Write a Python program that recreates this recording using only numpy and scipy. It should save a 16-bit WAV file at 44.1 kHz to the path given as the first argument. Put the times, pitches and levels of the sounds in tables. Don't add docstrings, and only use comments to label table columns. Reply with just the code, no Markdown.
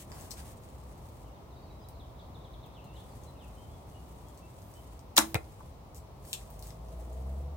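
import sys
import numpy as np
from scipy import signal
from scipy.fft import rfft, irfft, next_fast_len
from scipy.io import wavfile
from scipy.ndimage import uniform_filter1d

SR = 44100
rng = np.random.default_rng(int(sys.argv[2]) if len(sys.argv) > 2 else 0)


def pcm_store(signal):
    levels = np.round(np.clip(np.atleast_2d(signal), -1, 1) * 32767)
    wavfile.write(sys.argv[1], SR, levels.astype(np.int16).T)


N = 333468
TIME = np.arange(N) / SR
FFT_SIZE = next_fast_len(N, real=True)
FFT_HZ = np.fft.rfftfreq(FFT_SIZE, 1 / SR)


def gain_of(db):
    return 10 ** (np.asarray(db) / 20)


def evened(x):
    return x / np.sqrt(np.mean(x ** 2) + 1e-20)


def look_up(points, hz):
    pitch_hz, value = np.transpose(points)
    return np.interp(np.log(hz + 1), np.log(pitch_hz + 1), value)


def add(mix, start_s, sound):
    part = mix[..., max(round(start_s * SR), 0):][..., :sound.shape[-1]]
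    part += sound[..., :part.shape[-1]]


def panned(db):
    return gain_of([[db / 2], [-db / 2]])


def tinted(x, colour):
    return irfft(rfft(x, FFT_SIZE) * gain_of(look_up(colour, FFT_HZ)), FFT_SIZE)[..., :N]


def shortest_click(db):
    log_gain = np.log(gain_of(np.r_[db, db[-2:0:-1]]))
    return np.fft.ifft(np.exp(np.conj(signal.hilbert(log_gain)))).real


# pitch_hz, likeness
LIKENESS = [(60, 0.99), (150, 0.85), (380, 0.83), (950, 0.15), (2380, -0.091), (5980, -0.17),
            (15000, -0.04)]
def wide_noise(colour):
    left, other = rfft(rng.standard_normal((2, FFT_SIZE)))
    same = np.clip(look_up(LIKENESS, FFT_HZ), -1, 1)
    right = same * left + np.sqrt(1 - same ** 2) * other
    return evened(tinted(irfft(np.array([left, right]), FFT_SIZE), colour))


# pitch_hz, level_db
TRAFFIC_COLOUR = [(22, -39.5), (32, -27), (42, -7.5), (60, 1), (90, -5), (130, -6.5), (170, -11),
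                  (250, -16), (450, -18), (650, -17), (1000, -19.5), (1250, -25.5), (1550, -36.5),
                  (2200, -37.5), (3500, -69)]
LEAF_COLOUR = [(600, -7), (1500, -3.5), (2500, 3), (4000, 2), (7000, -5), (11000, -6.5), (16000, -2)]
# time_s, level_db
TRAFFIC_SWELL = [(0.06, -64), (0.11, -57), (0.65, -62), (2.97, -60.5), (5.1, -63.5)]
def traffic_and_leaves(traffic_db=-48.5, swell_share=0.6, leaves_db=-66):
    level_db = np.interp(TIME, *np.transpose(TRAFFIC_SWELL))
    swell_db = swell_share * (level_db - level_db.mean())
    traffic = gain_of(traffic_db + swell_db) * wide_noise(TRAFFIC_COLOUR)
    return traffic + gain_of(leaves_db) * wide_noise(LEAF_COLOUR)


ENGINE_START_S, ENGINE_ONSET_S, ENGINE_PEAK_S = 6.13, .42, 7.32
GROW_DB_PER_S, FADE_DB_PER_S = 14.5, 25
# pitch_hz, level_db
EXHAUST_COLOUR = [(50, -4), (75, 1), (110, -18.5), (150, -14.5), (185, -19.5), (240, -32), (420, -27.5),
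                  (650, -19)]
ROAR_COLOUR = [(100, -16), (300, -19), (420, -18), (500, -2), (560, -10.5), (640, 3), (740, -8.5),
               (900, -12.5), (1400, -29), (3000, -56)]
def engine(firing_hz=67.3, octaves_per_s=0.55, level_db=-36, roar_db=-17, flutter_db=3, harmonics=7):
    t = TIME - ENGINE_PEAK_S
    hz = firing_hz * 2 ** (octaves_per_s * t)
    level = gain_of(level_db + np.minimum(GROW_DB_PER_S * t, -FADE_DB_PER_S * t))
    level *= np.clip((TIME - ENGINE_START_S) / ENGINE_ONSET_S, 0, 1)
    turns, boom = np.cumsum(hz) / SR, np.zeros(N)
    for k in range(1, harmonics + 1):
        flutter = np.interp(TIME, np.linspace(0, TIME[-1], 80), rng.standard_normal(80)) * (k > 1)
        strength = gain_of(look_up(EXHAUST_COLOUR, k * hz) + flutter_db * flutter)
        boom += strength * np.sin(2 * np.pi * (k * turns + rng.random()))
    roar_level = gain_of(roar_db) * np.sqrt(level * level.max())
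    return np.sqrt(2) * level * boom + roar_level * wide_noise(ROAR_COLOUR)


WAVER, SLUR_WAVER = 0.012, 0.033
def whistle(hz, db, waver):
    progress = np.linspace(0, 1, len(hz))
    wobble = evened(uniform_filter1d(rng.standard_normal(SR), size=50))[:len(hz)]
    turns = np.cumsum(hz * (1 + waver * wobble)) / SR
    return gain_of(db) * 2 * np.sqrt(progress * (1 - progress)) * np.sin(2 * np.pi * turns)


def far_bird_notes(start_s=1.2, every_s=.11, length_s=.045, pitch_hz=3860, level_db=-66):
    range_octaves, glide_octaves = .4, -.25
    notes = []
    for k, (when, height) in enumerate(rng.random((21, 2))):
        hz = pitch_hz * 2 ** (range_octaves * (2 * height - 1))
        notes.append((start_s + (k + when) * every_s, length_s, hz, level_db, glide_octaves, SLUR_WAVER))
    return notes


def scoop(length_s=.182, dip_share=.36, low_hz=2680, end_hz=3690, low_db=-64, end_db=-48):
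    climb = ((np.linspace(0, 1, int(length_s * SR)) - dip_share) / (1 - dip_share)) ** 2
    return whistle(low_hz + (end_hz - low_hz) * climb, low_db + (end_db - low_db) * climb, WAVER)


PIP_START_S, PIP_EVERY_S, PIP_S, PIP_HZ, PIP_DB = 1.56, .139, .024, 3870, -58.5
FLICK_S, FLICK_HZ, FLICK_DB, FLICK_OCTAVES = 0.0219, 4200, -53, -0.388
SLUR_OCTAVES, BEND_OCTAVES = -.7, .05
FLICK_STARTS = [1.995, 2.189, 2.344, 2.441, 2.533, 2.632, 2.958]
# start_s, length_s, first_pitch_hz, level_db
SLUR_NOTES = [(1.673, .05, 3300, -67), (2.736, .072, 4180, -56.5), (3.377, .093, 4000, -59)]
# start_s, length_s, pitch_hz, level_db
FLAT_NOTES = [(1.62, .03, 4500, -62), (1.801, .044, 5000, -65), (3.265, .035, 4060, -61),
              (3.563, 0.078, 3050, -61.5), (3.687, 0.11, 3360, -67), (3.94, 0.055, 2880, -61.5),
              (4.25, .08, 3270, -66), (4.412, 0.065, 2660, -65), (4.752, 0.053, 3020, -61)]
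def birds(direct_db=-6, echo_db=-4, echo_s=.5):
    notes = [(PIP_START_S + k * PIP_EVERY_S, PIP_S, PIP_HZ, PIP_DB, 0, WAVER) for k in range(3)]
    notes += [(start_s, FLICK_S, FLICK_HZ, FLICK_DB, FLICK_OCTAVES, WAVER) for start_s in FLICK_STARTS]
    notes += [(*row, SLUR_OCTAVES, SLUR_WAVER) for row in SLUR_NOTES]
    notes += [(*row, 0, WAVER) for row in FLAT_NOTES]
    song = np.zeros(N)
    for start_s, length_s, hz, db, octaves, waver in notes + far_bird_notes():
        octaves += BEND_OCTAVES * rng.uniform(-1, 1)
        glide = 1 - np.linspace(1, 0, int(length_s * SR)) ** 1.3
        add(song, start_s, whistle(hz * 2 ** (octaves * glide), db, waver))
    add(song, start_s=2.828, sound=scoop())
    trees = rng.standard_normal((2, SR)) * gain_of(-60 * TIME[:SR] / echo_s)
    echo = signal.fftconvolve(song[None], trees / np.linalg.norm(trees[0]), axes=1)[:, :N]
    return gain_of(direct_db) * song + gain_of(echo_db) * echo


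# pitch_hz, level_db
FOREST_COLOUR = [(150, -25), (500, -2), (1000, 8.5), (1400, -3), (2200, -25), (5000, -44)]
def forest_echo(x, delay_s=0.421, level_db=-28, smear_s=.009):
    out = np.zeros((2, N))
    trunks = rng.standard_normal((2, SR)) * np.exp(-TIME[:SR] / smear_s)
    add(out, delay_s, signal.fftconvolve(x.mean(0)[None], trunks / np.linalg.norm(trunks[0]), axes=1))
    return gain_of(level_db) * tinted(out, FOREST_COLOUR)


def from_right(x, late_samples=6):
    return np.array([np.roll(x[0], late_samples), x[1]])


# pitch_hz, fade_s
SHELTER_FADE = [(100, .16), (400, .19), (1000, .18), (2400, .16), (8000, .165), (16000, .13)]
# pitch_hz, level_db
BOARD_COLOUR = [(80, -9.5), (300, 1), (1000, 2), (2200, -0.5), (3600, -6), (6000, -3), (9000, -0.5),
                (15000, -1)]
def shelter(x, scatter_db, roof_s=.0095, roof_db=-10, build_s=0.0026, woods_db=-33, woods_fade_s=.7):
    t = TIME[:SR]
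    bounces = rng.standard_normal((2, SR)) * (rng.random((2, SR)) < .15)
    hz, frame_s, bands = signal.stft(bounces, SR, nperseg=128)
    fade = gain_of(-60 * frame_s / look_up(SHELTER_FADE, hz)[:, None])
    scatter = signal.istft(bands * fade, SR, nperseg=128)[1][:, :SR]
    scatter *= 1 - np.exp(-(t / build_s) ** 2)
    woods = rng.standard_normal((2, SR)) * gain_of(-60 * t / woods_fade_s) * np.minimum(t / .03, 1)
    room = gain_of(scatter_db) * scatter / np.linalg.norm(scatter[0])
    room += gain_of(woods_db) * woods / np.linalg.norm(woods[0])
    add(room, roof_s, gain_of(roof_db) * panned(1.4))
    echoes = signal.fftconvolve(x.mean(0)[None], room, axes=1)[:, :N]
    return from_right(x) + tinted(echoes, BOARD_COLOUR)


# start_s, length_s, level_db
ARM_MOVES = [(-.15, 0.16, -48.5), (0.038, 0.52, -61), (0.54, 0.74, -70), (2.898, 0.43, -68),
             (3.36, 1.12, -70.5), (4.45, 0.54, -69), (5.34, 0.4, -70.5), (6.167, 0.62, -66.5),
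             (6.8, 0.66, -70)]
def arm_motion(rise_s=0.085, fall_s=0.11):
    motion = np.zeros(N)
    for start_s, length_s, db in ARM_MOVES:
        rise = (TIME - start_s) / rise_s
        fall = (start_s + length_s - TIME) / fall_s + .5
        motion += gain_of(db) * np.clip(np.minimum(rise, fall), 0, 1)
    return motion


# pitch_hz, level_db
CLOTH_COLOUR = [(500, -27), (1800, -2), (3500, -4), (5500, -6), (8000, -0.5), (11000, -2.5), (15500, -5)]
def clothes_rustle(grain_db=2.5, boost_db=3, catch_s=0.0083):
    catches = evened(signal.lfilter([1], [1, -np.exp(-1 / (catch_s * SR))], rng.standard_normal(N)))
    rub = evened(tinted(rng.standard_normal((3, N)) * gain_of(grain_db * catches), CLOTH_COLOUR))
    stereo = 0.53 * panned(3.2) * rub[0] + rub[1:]
    return gain_of(boost_db) * arm_motion() * evened(from_right(stereo))


def scuffs(rows, stereo_spread=0.92, size=16384):
    out, hz = np.zeros((2, N)), np.fft.rfftfreq(size, 1 / SR)
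    for start_s, length_s, db, pitch_hz, octaves, pan_db in rows:
        n = int(np.clip(length_s * SR, 8, size))
        band_db = -40 * np.log10(1 + (np.log2((hz + 1) / pitch_hz) / octaves / 2) ** 2)
        slips = irfft(rfft(rng.standard_normal((3, size))) * gain_of(band_db))[:, :n]
        burst = (slips[0] + stereo_spread * slips[1:]) * signal.windows.tukey(n, .5)
        add(out, start_s, gain_of(db) * panned(pan_db) * burst / burst.std(1, keepdims=True))
    return out


def chance_taps(count=32, per_s=3, boost_db=21, spread_db=1, brightness=4):
    when, force = rng.random((count, 2)).T
    starts_s = (np.arange(count) + when) / per_s
    motion_db = 20 * np.log10(np.interp(starts_s, TIME, arm_motion()) + 1e-9)
    levels_db = motion_db + boost_db + spread_db * (2 * force - 1)
    return [(start_s, db, 0, brightness) for start_s, db in zip(starts_s, levels_db)]


# start_s, level_db, pan_db, brightness_db_per_octave
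ARROW_TAPS = [(0.1183, -38, -7, -8), (0.308, -30, 8, 9.5), (.316, -33.5, 5, .5), (1.887, -37, 13, 12),
              (2.6618, -48.5, -4, 8), (2.8429, -45, -2, 12), (4.376, -45, -1, 4), (4.9928, -45.5, 7, 7),
              (5.9467, -39.5, 5, 9), (6.3307, -19, 4, -2), (6.5032, -36.5, 4, 10), (6.593, -36, 0, 12),
              (6.6253, -37.5, 6, 3), (6.671, -36.5, -8, 10), (6.706, -44, 8, -5.5)]
# pitch_hz, level_db
SHAFT_COLOUR = [(300, -30), (1300, -22), (1900, -8.5), (2500, -4.5), (3600, -2.5), (4300, 1), (5200, 0),
                (6200, 0), (8000, -2), (11000, -7), (16000, -10)]
# start_s,
# length_s, level_db, pitch_hz, width_octaves, pan_db
ARROW_SLIDES = [(.115, 0.18, -60.5, 2400, 3.8, 0), (.36, 0.057, -56, 2600, 2, -1),
                (.308, 0.012, -49, 4870, 0.22, 8.5), (4.55, 0.32, -75, 13200, 0.37, -11),
                (5.945, 0.045, -59.5, 8040, 0.97, 1), (6.25, 0.11, -58, 9100, 1.1, -4),
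                (6.335, 0.11, -63, 4240, 1.6, -2), (6.61, 0.11, -61.5, 7000, 1.6, 0)]
def arrow_handling(chatter_s=.0007, boost_db=11, size=1024):
    out, t, hz = np.zeros((2, N)), TIME[:size], np.fft.rfftfreq(size, 1 / SR)
    for start_s, db, pan_db, brightness in ARROW_TAPS + chance_taps():
        shaft = shortest_click(look_up(SHAFT_COLOUR, hz) + brightness * np.log2(hz + hz[1]))
        tap = signal.fftconvolve(rng.standard_normal(size) * np.exp(-t / chatter_s), shaft)
        add(out, start_s, gain_of(db + boost_db) * panned(pan_db) * tap / np.linalg.norm(tap))
    return out + scuffs(ARROW_SLIDES)


# pitch_hz, level_db
FEATHER_COLOUR = [(400, -5.5), (2000, 3), (5000, 0.5), (9000, 1), (15000, 7)]
def arrow_flight(start_s=5.2, length_s=.145, level_db=-47, fade_db=10):
    progress = np.clip((TIME - start_s) / length_s, 0, 1)
    soft_ends = np.minimum(8 * np.minimum(progress, 1 - progress), 1)
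    return gain_of(level_db - fade_db * progress) * soft_ends * wide_noise(FEATHER_COLOUR)


def ring(tones, start_s, rise_s):
    out, t = np.zeros((2, N)), TIME[:SR]
    sound = sum((-1) ** k * gain_of(db - 60 * t / fade_s) * np.sin(2 * np.pi * hz * t)
                for k, (hz, db, fade_s) in enumerate(tones))
    add(out, start_s, sound * (1 - np.exp(-t / rise_s)))
    return out


# middle_s, level_db, pitch_hz, cycles, pan_db
AIR_PUSHES = [(5.182, -15, 1056, 1.5, 12), (5.188, -29.5, 272.6, 2.8, -1.5), (5.3461, -22, 635, 0.76, -10),
              (5.356, -23.5, 103, 1.2, 3)]
def air_thumps():
    out, half_s = np.zeros((2, N)), TIME[SR // 16]
    for middle_s, db, hz, cycles, pan_db in AIR_PUSHES:
        turns = (TIME[:SR // 8] - half_s) * hz
        swing = np.sin(2 * np.pi * turns) * np.exp(-(2 * turns / cycles) ** 2)
        add(out, middle_s - half_s, gain_of(db) * panned(pan_db) * swing)
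    return out


# start_s, length_s, level_db, pitch_hz, width_octaves, pan_db
HIT_SCUFFS = [(5.3437, .0025, -28, 5800, 1.3, -3), (5.3445, .003, -30, 2300, .3, -2),
              (5.349, .018, -33, 400, 1.1, 0), (5.3505, .009, -32.5, 2330, .14, 4),
              (5.3505, .008, -40, 3700, .1, 2)]
# pitch_hz, level_db, fade_s
TARGET_TONES = [(70, -31, 0.2), (109, -34.5, .07), (173, -26, 0.043), (360, -33.5, 0.038),
                (740, -48, 0.049)]
def target_hit():
    return scuffs(HIT_SCUFFS) + ring(TARGET_TONES, start_s=5.3505, rise_s=0.006)


# start_s, length_s, level_db, pitch_hz, width_octaves, pan_db
SHOT_SCUFFS = [(5.161, 0.0051, -43.5, 7970, 1.6, -3), (5.1662, 0.0018, -23, 5800, 0.35, 2.5),
               (5.1664, 0.0062, -24.5, 2003, 4.6, -1.5), (5.1695, 0.024, -33, 6410, 0.92, -2),
               (5.1735, 0.011, -19, 3766, 0.17, 1), (5.1735, 0.0064, -35, 900, 0.57, 0),
               (5.1785, 0.0036, -13, 7600, 1.6, 1), (5.179, 0.0095, -21.5, 1190, 0.89, -1.5),
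               (5.1878, .0025, -22, 6700, .5, 11)]
# pitch_hz, level_db, fade_s
BOW_TONES = [(135, -36, .12), (221, -38, .33), (303, -25, .11), (328, -42, .55), (581, -28, .08),
             (668, -33.5, .19), (861, -37, .07), (1010, -27, .06), (1135, -30, .07), (1363, -31, .07),
             (1655, -31, .06), (3605, -28, .05), (3985, -31, .045), (6066, -29, .05)]
def bow_shot():
    return scuffs(SHOT_SCUFFS) + ring(BOW_TONES, start_s=5.1805, rise_s=0.0022)


def scene():
    shot, hit, arrows = bow_shot(), target_hit(), arrow_handling()
    archer = shelter(shot, scatter_db=-3)
    archer += shelter(hit + air_thumps(), scatter_db=-9, roof_db=-13)
    archer += shelter(arrows, scatter_db=2, roof_s=0.0055)
    archer += forest_echo(shot) + arrow_flight() + clothes_rustle()
    return archer + birds() + engine() + traffic_and_leaves()


# pitch_hz, left_minus_right_db
MIC_BALANCE = [(2400, 0.5), (4500, 1.5), (6000, 6), (7500, 3.5), (9200, 6), (11000, -1.5), (13000, 0),
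               (15500, -6.5)]
def record(dry, left_share=0.66, top_hz=15950):
    left = tinted(dry[0], [(hz, db * left_share) for hz, db in MIC_BALANCE])
    right = tinted(dry[1], [(hz, db * (left_share - 1)) for hz, db in MIC_BALANCE])
    low_pass = signal.firwin(511, top_hz, window=("kaiser", 9), fs=SR)
    return signal.oaconvolve(np.clip([left, right], -1, 1), low_pass[None], "same")


dry = scene()
out = record(dry)
pcm_store(out)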